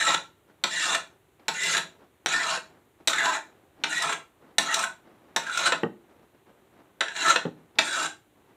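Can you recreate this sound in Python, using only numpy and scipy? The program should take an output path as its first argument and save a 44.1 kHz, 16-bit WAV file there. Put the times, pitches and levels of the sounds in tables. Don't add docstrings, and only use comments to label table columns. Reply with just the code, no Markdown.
import sys
import numpy as np
from scipy import signal
from scipy.fft import rfft, irfft, next_fast_len
from scipy.io import wavfile
from scipy.ndimage import uniform_filter1d

SR = 44100
rng = np.random.default_rng(int(sys.argv[2]) if len(sys.argv) > 2 else 0)


def decibels_to_gain(level_db):
    exponent = np.asarray(level_db, float) / 20
    return 10 ** exponent


def wav_record(signal):
    frames = np.transpose(np.atleast_2d(signal))
    bounded = np.clip(frames, -1, 1)
    quanta = np.round(bounded * 32767).astype(np.int16)
    wavfile.write(sys.argv[1], SR, quanta)


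N = 377665
DITHER = 1e-18 * np.cos(np.arange(N))

# t/s, peak/dB, treble/dB, bass/dB, sizzle/dB
LANDINGS = [
    (0.638, -4, -10, 3.5, 2.5),
    (1.482, -3.5, -2.5, 4, -3.5),
    (2.26, -2, -22, -10, 0),
    (3.074, -3.5, -10, 2, 12.5),
    (3.837, -4, -20.5, 1.5, -7.5),
    (4.583, -1, -5, -1.5, 10.5),
    (5.362, -4.5, -26.5, 5.5, 8),
    (7.007, -5, -5, 6, -12),
    (7.786, -1.5, 0, 6, -18),
]
# t/s, peak/dB, brightness/dB, bite of the teeth/dB
JOLTS = [(0.1444, -0.5, -31, -42), (0.8992, -13, -4, -22.5), (0.9478, -4, 2, -14),
         (1.6328, -24.5, 12.5, -24.5), (1.738, -21, -6, -23), (1.7474, -8, 0.5, -14),
         (1.7666, -6.5, 2.5, -18), (1.7768, -7, 3, -28), (2.341, -19, -3, -31), (2.4, -13, -6, -22),
         (2.558, -14.5, -2, -24), (3.1313, -3, -5, -32), (3.1828, -9, 1.5, -21), (3.2045, -15.5, -0.5, -23),
         (3.2556, -6, -16, -30.5), (3.926, -12, 0, -29.5), (3.9786, -34.5, 14, -20),
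         (4.0213, -13.5, 8.5, -25), (4.045, -31, -4, -38), (4.093, -15, 2, -23.5),
         (4.1252, -9.5, -8.5, -22.5), (4.7415, -9.5, 9, -24), (4.791, -25.5, 13, -20.5),
         (4.8379, -11, 2, -20), (5.467, -25.5, 5.5, -25), (5.497, -20.5, -1, -29),
         (5.5731, -14, 8.5, -22.5), (5.649, -22, 7, -20.5), (5.663, -13, -5, -27), (5.674, -5, -5.5, -17.5),
         (5.7205, 0.5, -6, -14), (5.729, -9, -18, -19), (7.0813, -13, -5, -32.5),
         (7.1516, -24.5, -0.5, -37), (7.1626, -11, -1, -44), (7.249, -26, 3, -29.5),
         (7.261, -9.5, -6.5, -22.5), (7.281, -5.5, 2, -33), (7.2973, -4, 3, -28.5),
         (7.306, -8, -10.5, -34.5), (7.3585, 1.5, -7, -13.5), (7.367, -10, -21, -29),
         (7.8756, -15, -3, -25)]
# t/s, peak/dB
SLIPS = [
    (2.575, -17),
    (5.723, -5),
    (7.360, -3),
]
# f/Hz, width/Hz, level/dB
LOW_MODES = [(1308, 45, 1), (1348, 40, 0), (1465, 50, -2), (1600, 60, -5), (1760, 80, -3), (1905, 60, -2),
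             (2010, 60, -7), (2350, 70, -9)]
# f/Hz, width/Hz, level/dB
HIGH_MODES = [(2526, 120, -3.5), (3350, 29, -4), (3531, 60, -1.5), (4008, 70, 0), (4370, 110, -9),
              (4740, 210, -11), (5100, 200, -21.5), (5810, 190, -15.5), (6320, 34, -11.5), (6840, 58, -6.5),
              (7377, 55, -2), (8104, 83, -5), (8140, 100, -5), (10180, 270, -22)]
# f/Hz, width/Hz, level/dB
BODY_MODES = [(645, 24, -4), (677.6, 57, -7), (776, 15, -7.5), (894.8, 41, -1.5), (939.4, 73, -5),
              (1060, 54, -6)]
# t/s, level/dB
PRESSURE = [
    [(0.0, -24), (0.06, -29), (0.07, -20.5), (0.136, -27), (0.146, -20), (0.16, -43)],
    [(0.67, -34), (0.696, -37), (0.724, -28.5), (0.956, -23), (0.96, -64)],
    [(1.51, -63), (1.544, -35), (1.638, -25), (1.74, -25), (1.778, -29.5), (1.785, -29)],
    [(2.285, -28.5), (2.293, -29), (2.335, -25), (2.385, -30.5), (2.523, -28), (2.575, -36)],
    [(3.1, -25), (3.113, -33), (3.221, -33), (3.259, -21), (3.263, -28), (3.37, -28.5)],
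    [(3.865, -39), (3.873, -42), (3.919, -31), (4.015, -31.5), (4.019, -28), (4.135, -30.5)],
    [(4.61, -34), (4.646, -34.5), (4.728, -26.5), (4.746, -27.5), (4.77, -28.5), (4.845, -28)],
    [(5.39, -43.5), (5.458, -41.5), (5.584, -27), (5.646, -28), (5.674, -17), (5.7, -49)],
    [(7.035, -48), (7.143, -44.5), (7.161, -35.5), (7.253, -25.5), (7.303, -21), (7.345, -34)],
    [(7.813, -34.5), (7.856, -33.5), (7.922, -29.5), (7.938, -27), (8.062, -27.5), (8.065, -27.5)],
]
# start of braking t/s, top speed/(teeth/s), slowest/(teeth/s), at the tip/(teeth/s)
SPEEDS = [(0.03, 1730, 1040, 1700), (0.825, 1890, 1150, 1300), (1.654, 1970, 1150, 1850),
          (2.415, 1650, 1250, 1600), (3.205, 1700, 1180, 1350), (3.984, 1880, 1080, 1420),
          (4.712, 1770, 1200, 1480), (5.506, 1530, 1320, 1400), (7.08, 1910, 1530, 1360),
          (7.93, 1550, 1300, 1700)]
# buzz while fast/dB, buzz while slow/dB, blade body/dB, bench/dB
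SHARES = [(3, 0.5, -3, -16), (-1.5, -6, -7.5, -19), (-0.5, -5.5, -17.5, -20), (0, -0.5, -1.5, -17),
          (8.5, 0, -1, -17), (2, -1, -2.5, -19.5), (1.5, -2, -2, -16.5), (5, -3, -8.5, -21),
          (14, 0, -4.5, -17), (1.5, -1, -6, -18.5)]


def rms_one(x):
    return x / np.sqrt(np.mean(x ** 2) + 1e-20)


def passed(x, hz, kind, order=2):
    sections = signal.butter(order, hz, kind, fs=SR, output="sos")
    return signal.sosfilt(sections, x + DITHER[:np.shape(x)[-1]])


def at_hz(points, hz):
    points = np.array(points)
    return np.interp(np.log(hz + 1), np.log(points[:, 0]), points[:, 1])


def colour(x, spectrum):
    cepstrum = irfft(at_hz(spectrum, np.linspace(0, SR / 2, 2049)) * np.log(10) / 20)
    cepstrum[1:2048] *= 2
    cepstrum[2049:] = 0
    kernel = irfft(np.exp(rfft(cepstrum)))
    return signal.oaconvolve(x, kernel / np.sqrt(np.sum(kernel ** 2)))[:N]


def drift(rate, swing_db=None, stepped=False):
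    knots_per_s = 200
    knots = rng.standard_normal(int(N / SR * knots_per_s) + 2)
    smooth = rms_one(signal.lfilter([1], [1, -np.exp(-2 * np.pi * rate / knots_per_s)], knots))
    if swing_db is not None:
        smooth = decibels_to_gain(swing_db * smooth)
    if stepped:
        return np.repeat(smooth, SR // knots_per_s + 1)[:N]
    return np.interp(np.arange(N) * (knots_per_s / SR), np.arange(len(knots)), smooth)


def modes(force, table, patchy_db, widen=1):
    out, power = 0, 0
    for k, (hz, width, level_db) in enumerate(table):
        r = np.exp(-np.pi * width * widen / SR)
        drive = force * drift(1.3, patchy_db, stepped=True) + DITHER
        top = np.array([1, 0, -1]) * decibels_to_gain(level_db) * (1 - r * r) / 2
        bottom = [1, -2 * r * np.cos(2 * np.pi * hz / SR), r * r]
        out = out + (-1) ** k * signal.lfilter(top, bottom, drive)
        power += decibels_to_gain(level_db) ** 2 * (1 - r * r) / 2
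    return out / np.sqrt(power)


def grains(per_s, spread_db):
    sizes = decibels_to_gain(spread_db * np.minimum(rng.exponential(1, N), 5)) * np.sign(rng.random(N) - .5)
    return rms_one(sizes * (rng.random(N) < per_s / SR))


def bursts(events, rise_s, fall_s, column=None):
    t, out = np.arange(round(.04 * SR)) / SR, np.zeros(N)
    shape = (1 - np.exp(-t / rise_s)) * np.exp(-t / fall_s)
    for row, noise in zip(events, rng.standard_normal((len(events), len(t)))):
        i = round(row[0] * SR)
        trim_db = row[column] if column else 0
        out[i:i + len(t)] += decibels_to_gain(row[1] + trim_db) * shape * noise
    return out


def blows(events, column=None, late_s=0):
    out = np.zeros(N)
    for row in events:
        trim_db = row[column] if column else 0
        out[round((row[0] + late_s) * SR)] = decibels_to_gain(row[1] + trim_db)
    return out


def swells(events, column, rise_s, fall_s):
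    marks, t = np.zeros(N), np.arange(round(.1 * SR)) / SR
    for row in events:
        marks[round(row[0] * SR)] = decibels_to_gain(row[column])
    return signal.oaconvolve(marks, (1 - np.exp(-t / rise_s)) * np.exp(-t / fall_s))[:N]


def pressure_db(off_db):
    edge_s, points = .025, []
    for stroke in PRESSURE:
        points.append((stroke[0][0] - edge_s, off_db))
        points += [(row[0], row[1]) for row in stroke]
        points.append((stroke[-1][0] + edge_s, off_db))
    return np.interp(np.arange(N) / SR, *np.transpose(points))


def stroke_corners():
    brake_s = 0.055
    return np.array([(stroke[0][0], speed[0], speed[0] + brake_s, stroke[-1][0])
                     for stroke, speed in zip(PRESSURE, SPEEDS)])


def since_touch():
    early_s = .05
    t, starts = np.arange(N) / SR, stroke_corners()[:, 0] - early_s
    starts[0] = -1
    return np.maximum(t - starts[np.searchsorted(starts, t) - 1] - early_s, 0)


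def fast_then_slow(fast, slow, tip):
    values = np.transpose([fast, fast, slow, tip])
    return np.interp(np.arange(N) / SR, stroke_corners().ravel(), values.ravel())


def tooth_rate():
    start_teeth_per_s, speed_up_s = 1050, .035
    _, top, slowest, tip = np.transpose(SPEEDS)
    cruise = fast_then_slow(top, slowest, tip)
    return cruise + (start_teeth_per_s - cruise) * np.exp(-since_touch() / speed_up_s)


def pressed(fast_db, slow_db):
    return decibels_to_gain(pressure_db(off_db=-93.5) + fast_then_slow(fast_db, slow_db, slow_db))


def shaken(share_db, fast_db, landing_db, landing_s, jolt_db):
    slip_db = -19
    steady = pressed(share_db + fast_db, share_db)
    landing = decibels_to_gain(landing_db) * swells(LANDINGS, column=1, rise_s=0.0036, fall_s=landing_s)
    jolt = decibels_to_gain(jolt_db) * swells(JOLTS, column=3, rise_s=0.014, fall_s=0.016)
    slip = decibels_to_gain(jolt_db + slip_db) * swells(SLIPS, column=1, rise_s=0.0015, fall_s=0.0083)
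    return steady + landing + jolt + slip


def rustle():
    swishes = [(.28, -77, .1, .1), (.508, -58.5, .1, 0.11), (.63, -60, 0.063, 0.081),
               (1.129, -60, 0.15, 0.071), (1.398, -57, 0.017, 0.96), (2.038, -59, 0.35, 0.11),
               (2.249, -69, 0.025, 0.092), (2.759, -57, 0.38, 0.16), (3.008, -60.5, 0.047, 0.34),
               (3.49, -61, 0.14, 0.25), (3.626, -64, 0.36, 0.086), (3.829, -53, 0.16, 0.084),
               (4.45, -56, 0.17, 0.38), (5.074, -54, 0.069, 0.2), (5.3, -55.5, 0.36, 0.98),
               (5.989, -78, 0.11, .25), (6.094, -58.5, 0.022, 0.18), (6.244, -64, 0.47, 0.083),
               (6.351, -59.5, 0.035, 0.1), (6.47, -58.5, 0.02, 0.39), (6.636, -81, 0.24, 0.087),
               (6.792, -56.5, 0.15, 0.29), (7.001, -63, 0.048, 0.064), (7.58, -59, 0.082, 0.11),
               (7.712, -62.5, 0.33, 0.028), (7.781, -46, 0.045, 0.047), (8.36, -65.5, 0.037, .4),
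               (8.5, -62.5, 0.13, 0.64)]
    t = np.arange(0, N / SR + .01, .002)
    gain = decibels_to_gain(-85)
    for s, db, swell, fade in swishes:
        gain = gain + decibels_to_gain(db - 25 * np.maximum((s - t) / swell, (t - s) / fade))
    return np.interp(np.arange(N) / SR, t, gain)


def background():
    # f/Hz, level/dB (per Hz)
    hum_colour = [(15, -36.5), (25, -10), (102, 3), (217, -5.5), (373, 3.5), (476, -6), (560, -5.5),
                  (2350, -15), (3920, -19), (5000, -31.5), (6740, -23), (14800, -24), (16000, -30.5)]
    # f/Hz, level/dB (per Hz)
    cloth_colour = [(88, -49.5), (150, -11), (270, -6.5), (345, -5.5), (516, -10.5), (832, -12),
                    (1750, -21), (5140, -38.5), (6000, -39.5), (7800, -65.5), (13200, -120)]
    # t/s, peak/dB
    ticks = [
        (1.396, -46),
        (1.454, -51),
        (3.8, -52),
        (6.093, -58),
        (6.465, -57),
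        (6.756, -64),
        (7.755, -43),
    ]
    hum = decibels_to_gain(-64) * colour(rng.standard_normal(N), hum_colour)
    swish = grains(6400, spread_db=2.5) * rustle() * decibels_to_gain(2.0 * drift(15))
    snaps = decibels_to_gain(-6.5) * passed(bursts(ticks, .0003, 0.008), 350, "high")
    snaps = passed(snaps, 4200, "low", order=4)
    return passed(hum, 46, "high", order=4) + colour(swish, cloth_colour) + snaps


def grit():
    # f/Hz, level/dB (per Hz)
    rasp_colour = [(1120, -28), (1900, -2.5), (2170, -11), (2760, 1.5), (3050, -13), (3880, -2), (4130, -9),
                   (4280, -3), (4900, -9), (7430, -8.5), (9540, -18), (13400, -41), (16000, -35.5)]
    edges_hz = np.geomspace(1500, 16500, 10)
    force = grains(16000, spread_db=2.0) * decibels_to_gain(pressure_db(off_db=-89.0) - 0.43 + 2.0 * drift(30))
    hiss, mottled = colour(force, rasp_colour), 0
    for low, high in zip(edges_hz, edges_hz[1:]):
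        mottled = mottled + passed(hiss, [low, high], "band") * drift(7.9, swing_db=2.0, stepped=True)
    return decibels_to_gain(-1.0) * mottled + decibels_to_gain(-6.5) * modes(force, HIGH_MODES, patchy_db=3.0, widen=2)


def teeth():
    rate = tooth_rate() * (1 + .08 * drift(120))
    turns = np.cumsum(rate) / SR
    push = np.cos(2 * np.pi * turns) * decibels_to_gain(2.5 * drift(70))
    wear = rms_one(passed(rng.standard_normal(N), 380, "low"))
    uneven = wear * np.sin(2 * np.pi * turns)
    rough = 1.6 * grains(6000, spread_db=2.0) + 1.2 * uneven
    ringing = modes(push + rough, LOW_MODES, patchy_db=7.5, widen=1.4)
    sound = ringing + decibels_to_gain(1.5) * (push + .6 * uneven)
    even = np.sqrt(uniform_filter1d(sound ** 2, size=1500) + 1e-12)
    fast_db, slow_db, _, _ = np.transpose(SHARES)
    catch = decibels_to_gain(-8.5 * np.exp(-since_touch() / 0.032) - 4.0)
    bite = swells(JOLTS, column=3, rise_s=0.0013, fall_s=0.0036)
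    return sound / even * (catch * pressed(fast_db, slow_db) + bite)


def rumble():
    # f/Hz, width/Hz, level/dB
    bench_modes = [(165, 24, -3.5), (255, 74, -6), (320, 87, -1), (432, 64, -2.5), (558, 76, -0.5)]
    shake = rng.standard_normal(N) * decibels_to_gain(-0.5 + 2.0 * drift(14))
    _, _, body_db, bench_db = np.transpose(SHARES)
    bench_gain = shaken(bench_db, fast_db=-4, landing_db=-29.5, landing_s=0.018, jolt_db=-19.5)
    body_gain = shaken(body_db, fast_db=-7, landing_db=-23, landing_s=0.018, jolt_db=-9.5)
    bench = modes(shake * bench_gain, bench_modes, patchy_db=2.5)
    body = modes(shake * body_gain, BODY_MODES, patchy_db=1.2, widen=1.5)
    return passed(bench, 1200, "low") + passed(body, 1500, "low")


def clacks():
    # f/Hz, level/dB (per Hz)
    crack_colour = [(120, -45.5), (200, -12.5), (1680, -3.5), (3250, -2.5), (3900, 1.5), (4860, -17),
                    (5730, -4), (6880, -17.5), (7540, -9.5), (9580, -25), (16000, -40)]
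    # clang/dB, bounce after/s, bounce/dB
    rebounds = [(15.5, 0.0031, -4.5), (5.5, .006, -6.5), (-20, .007, -6), (-4.5, 0.0071, -2.5),
                (-5, 0.0041, 0), (1, 0.0034, -7), (-2.5, 0.0063, -7), (-17.5, .004, -3.5), (17, 0.003, -2)]
    jolts = [(s, db, bright, -0.5, 2.3 * bright, bright - 2.5) for s, db, bright, _ in JOLTS]
    first = [row + (clang_db,) for row, (clang_db, _, _) in zip(LANDINGS, rebounds)]
    second = [(row[0] + after, row[1] + db) + row[2:] for row, (_, after, db) in zip(first, rebounds)]

    def force(column=None):
        landing = bursts(first, 0.0003, 0.0026, column) + bursts(second, 0.0007, 0.0027, column)
        return decibels_to_gain(-8.5) * landing + decibels_to_gain(-16.0) * bursts(jolts, 0.0012, 0.0046, column)

    crack = passed(colour(force(), crack_colour), 5300, "low")
    clang = decibels_to_gain(-9.0) * passed(force(column=5), [3400, 4450], "band")
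    sizzle = passed(colour(force(column=4), crack_colour), 6900, "high")
    high = modes(force(column=2), HIGH_MODES, patchy_db=2, widen=3.5)
    low = modes(force(column=3), LOW_MODES + BODY_MODES, patchy_db=1.5, widen=1.6)
    struck = crack + decibels_to_gain(-2.5) * passed(low, 6700, "low")
    struck = signal.lfilter(*signal.iirnotch(1155, 4.0, fs=SR), struck)
    return struck + clang + sizzle + high


def chatter():
    # t/s, length/s, f/Hz, level/dB
    songs = [(0.742, 0.051, 1940, -31.5), (1.617, 0.043, 1904, -39), (1.68, 0.1, 167, -48.5),
             (2.333, 0.053, 1817, -29), (2.365, 0.051, 1453, -32), (2.395, 0.03, 1940, -29),
             (3.102, 0.099, 165, -58.5), (3.189, 0.023, 1864, -27.5), (3.26, 0.047, 1006, -25.5),
             (3.922, 0.023, 1790, -31), (3.95, .11, 162, -54), (3.966, 0.014, 1910, -26),
             (4.04, 0.013, 1337, -25), (4.121, 0.011, 1410, -27), (4.688, 0.043, 1898, -28.5),
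             (5.658, 0.028, 1425, -24), (7.251, 0.039, 1332, -21.5), (7.286, .03, 1358, -15),
             (7.323, .024, 1329, -24.5)]
    out, throb, waver = np.zeros(N), drift(40, swing_db=2.0), 1 + .02 * drift(60)
    for s, length, hz, db in songs:
        t = np.arange(round(length * SR)) / SR
        start = round(s * SR)
        part = slice(start, start + len(t))
        edges = np.clip(np.minimum(t, length - t) / 0.0029, 0, 1)
        tone = np.sin(2 * np.pi * hz * np.cumsum(waver[part]) / SR)
        out[part] += decibels_to_gain(db) * edges * throb[part] * tone
    return out


def knocks():
    # f/Hz, width/Hz, level/dB
    spring_modes = [(500, 40, -3), (1000, 80, -8), (1790, 70, -5), (2580, 26, 0), (2750, 24, -3)]
    # t/s, peak/dB, ring of the file/dB
    bench_hits = [
        (5.831, -11.5, 4),
        (7.451, -18, -6.5),
    ]
    # f/Hz, level/dB (per Hz)
    thud_colour = [(71, -39.5), (120, -11), (309, -6), (485, -6.5), (557, -6.5), (647, -20), (806, -11),
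                   (974, -23), (1300, -20), (1690, -29), (2860, -120)]
    # f/Hz, width/Hz, level/dB
    plank_modes = [(167.6, 27, -2), (247, 45, -8.5), (327, 36, -3.5), (420, 40, -2), (569, 65, -8),
                   (793, 80, -16.5)]
    # f/Hz, width/Hz, level/dB
    file_modes = [(1150, 60, -12), (1510, 50, -9), (1880, 62, 0), (2730, 80, -8), (3060, 90, -9)]
    spring = decibels_to_gain(9.0) * modes(blows(SLIPS), spring_modes, patchy_db=-0.5)
    thud = decibels_to_gain(-8.5) * colour(bursts(bench_hits, 0.001, 0.024), thud_colour)
    planks = decibels_to_gain(13.0) * modes(blows(bench_hits, late_s=.001), plank_modes, patchy_db=3.5)
    ring_force = passed(blows(bench_hits, column=2, late_s=.003), 3600, "low")
    ring = decibels_to_gain(6.0) * modes(ring_force, file_modes, patchy_db=2)
    return spring + thud + planks + ring


def workshop(x):
    # f/Hz, time/s
    fade_times = [(200, 0.45), (530, 0.28), (1400, 0.26), (9700, 0.24)]
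    t, tails, out = np.arange(round(.5 * SR)) / SR, 0, 0
    for low in 90 * 2. ** np.arange(8):
        band = passed(rng.standard_normal((4, len(t))), [low, min(2 * low, .45 * SR)], "band")
        tails = tails + band * decibels_to_gain(-60 * t / at_hz(fade_times, 1.4 * low))
    tails = tails * np.clip((t - .004) / 0.0016, 0, 1)
    turn = np.arange(N) / SR / .07
    size = next_fast_len(N + len(t), True)
    for k, tail in enumerate(tails):
        share = np.cos(np.pi / 2 * np.clip((turn - k + 2) % 4 - 2, -1, 1))
        out = out + rfft(x * share, size) * rfft(tail / np.sqrt(np.sum(tail ** 2)), size)
    return irfft(out, size)[:N]


def scene():
    quiet = background()
    work = grit() + teeth() + rumble() + clacks()
    singing, knocking = chatter(), knocks()
    work, knocking = passed([work, knocking], 125, "high", order=4)
    echoes = workshop(work + decibels_to_gain(-8) * knocking + decibels_to_gain(-6.5) * singing)
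    return (work + knocking + singing + decibels_to_gain(-5.5) * echoes + quiet)[None]


def band_limit(x):
    return signal.sosfilt(signal.butter(12, 16540, fs=SR, output="sos"), x)


def record(dry):
    top = signal.cheby2(14, 70, 16450, fs=SR, output="sos")
    mix = signal.sosfilt(top, dry)
    return band_limit(mix)


dry = scene()
out = record(dry)
wav_record(out)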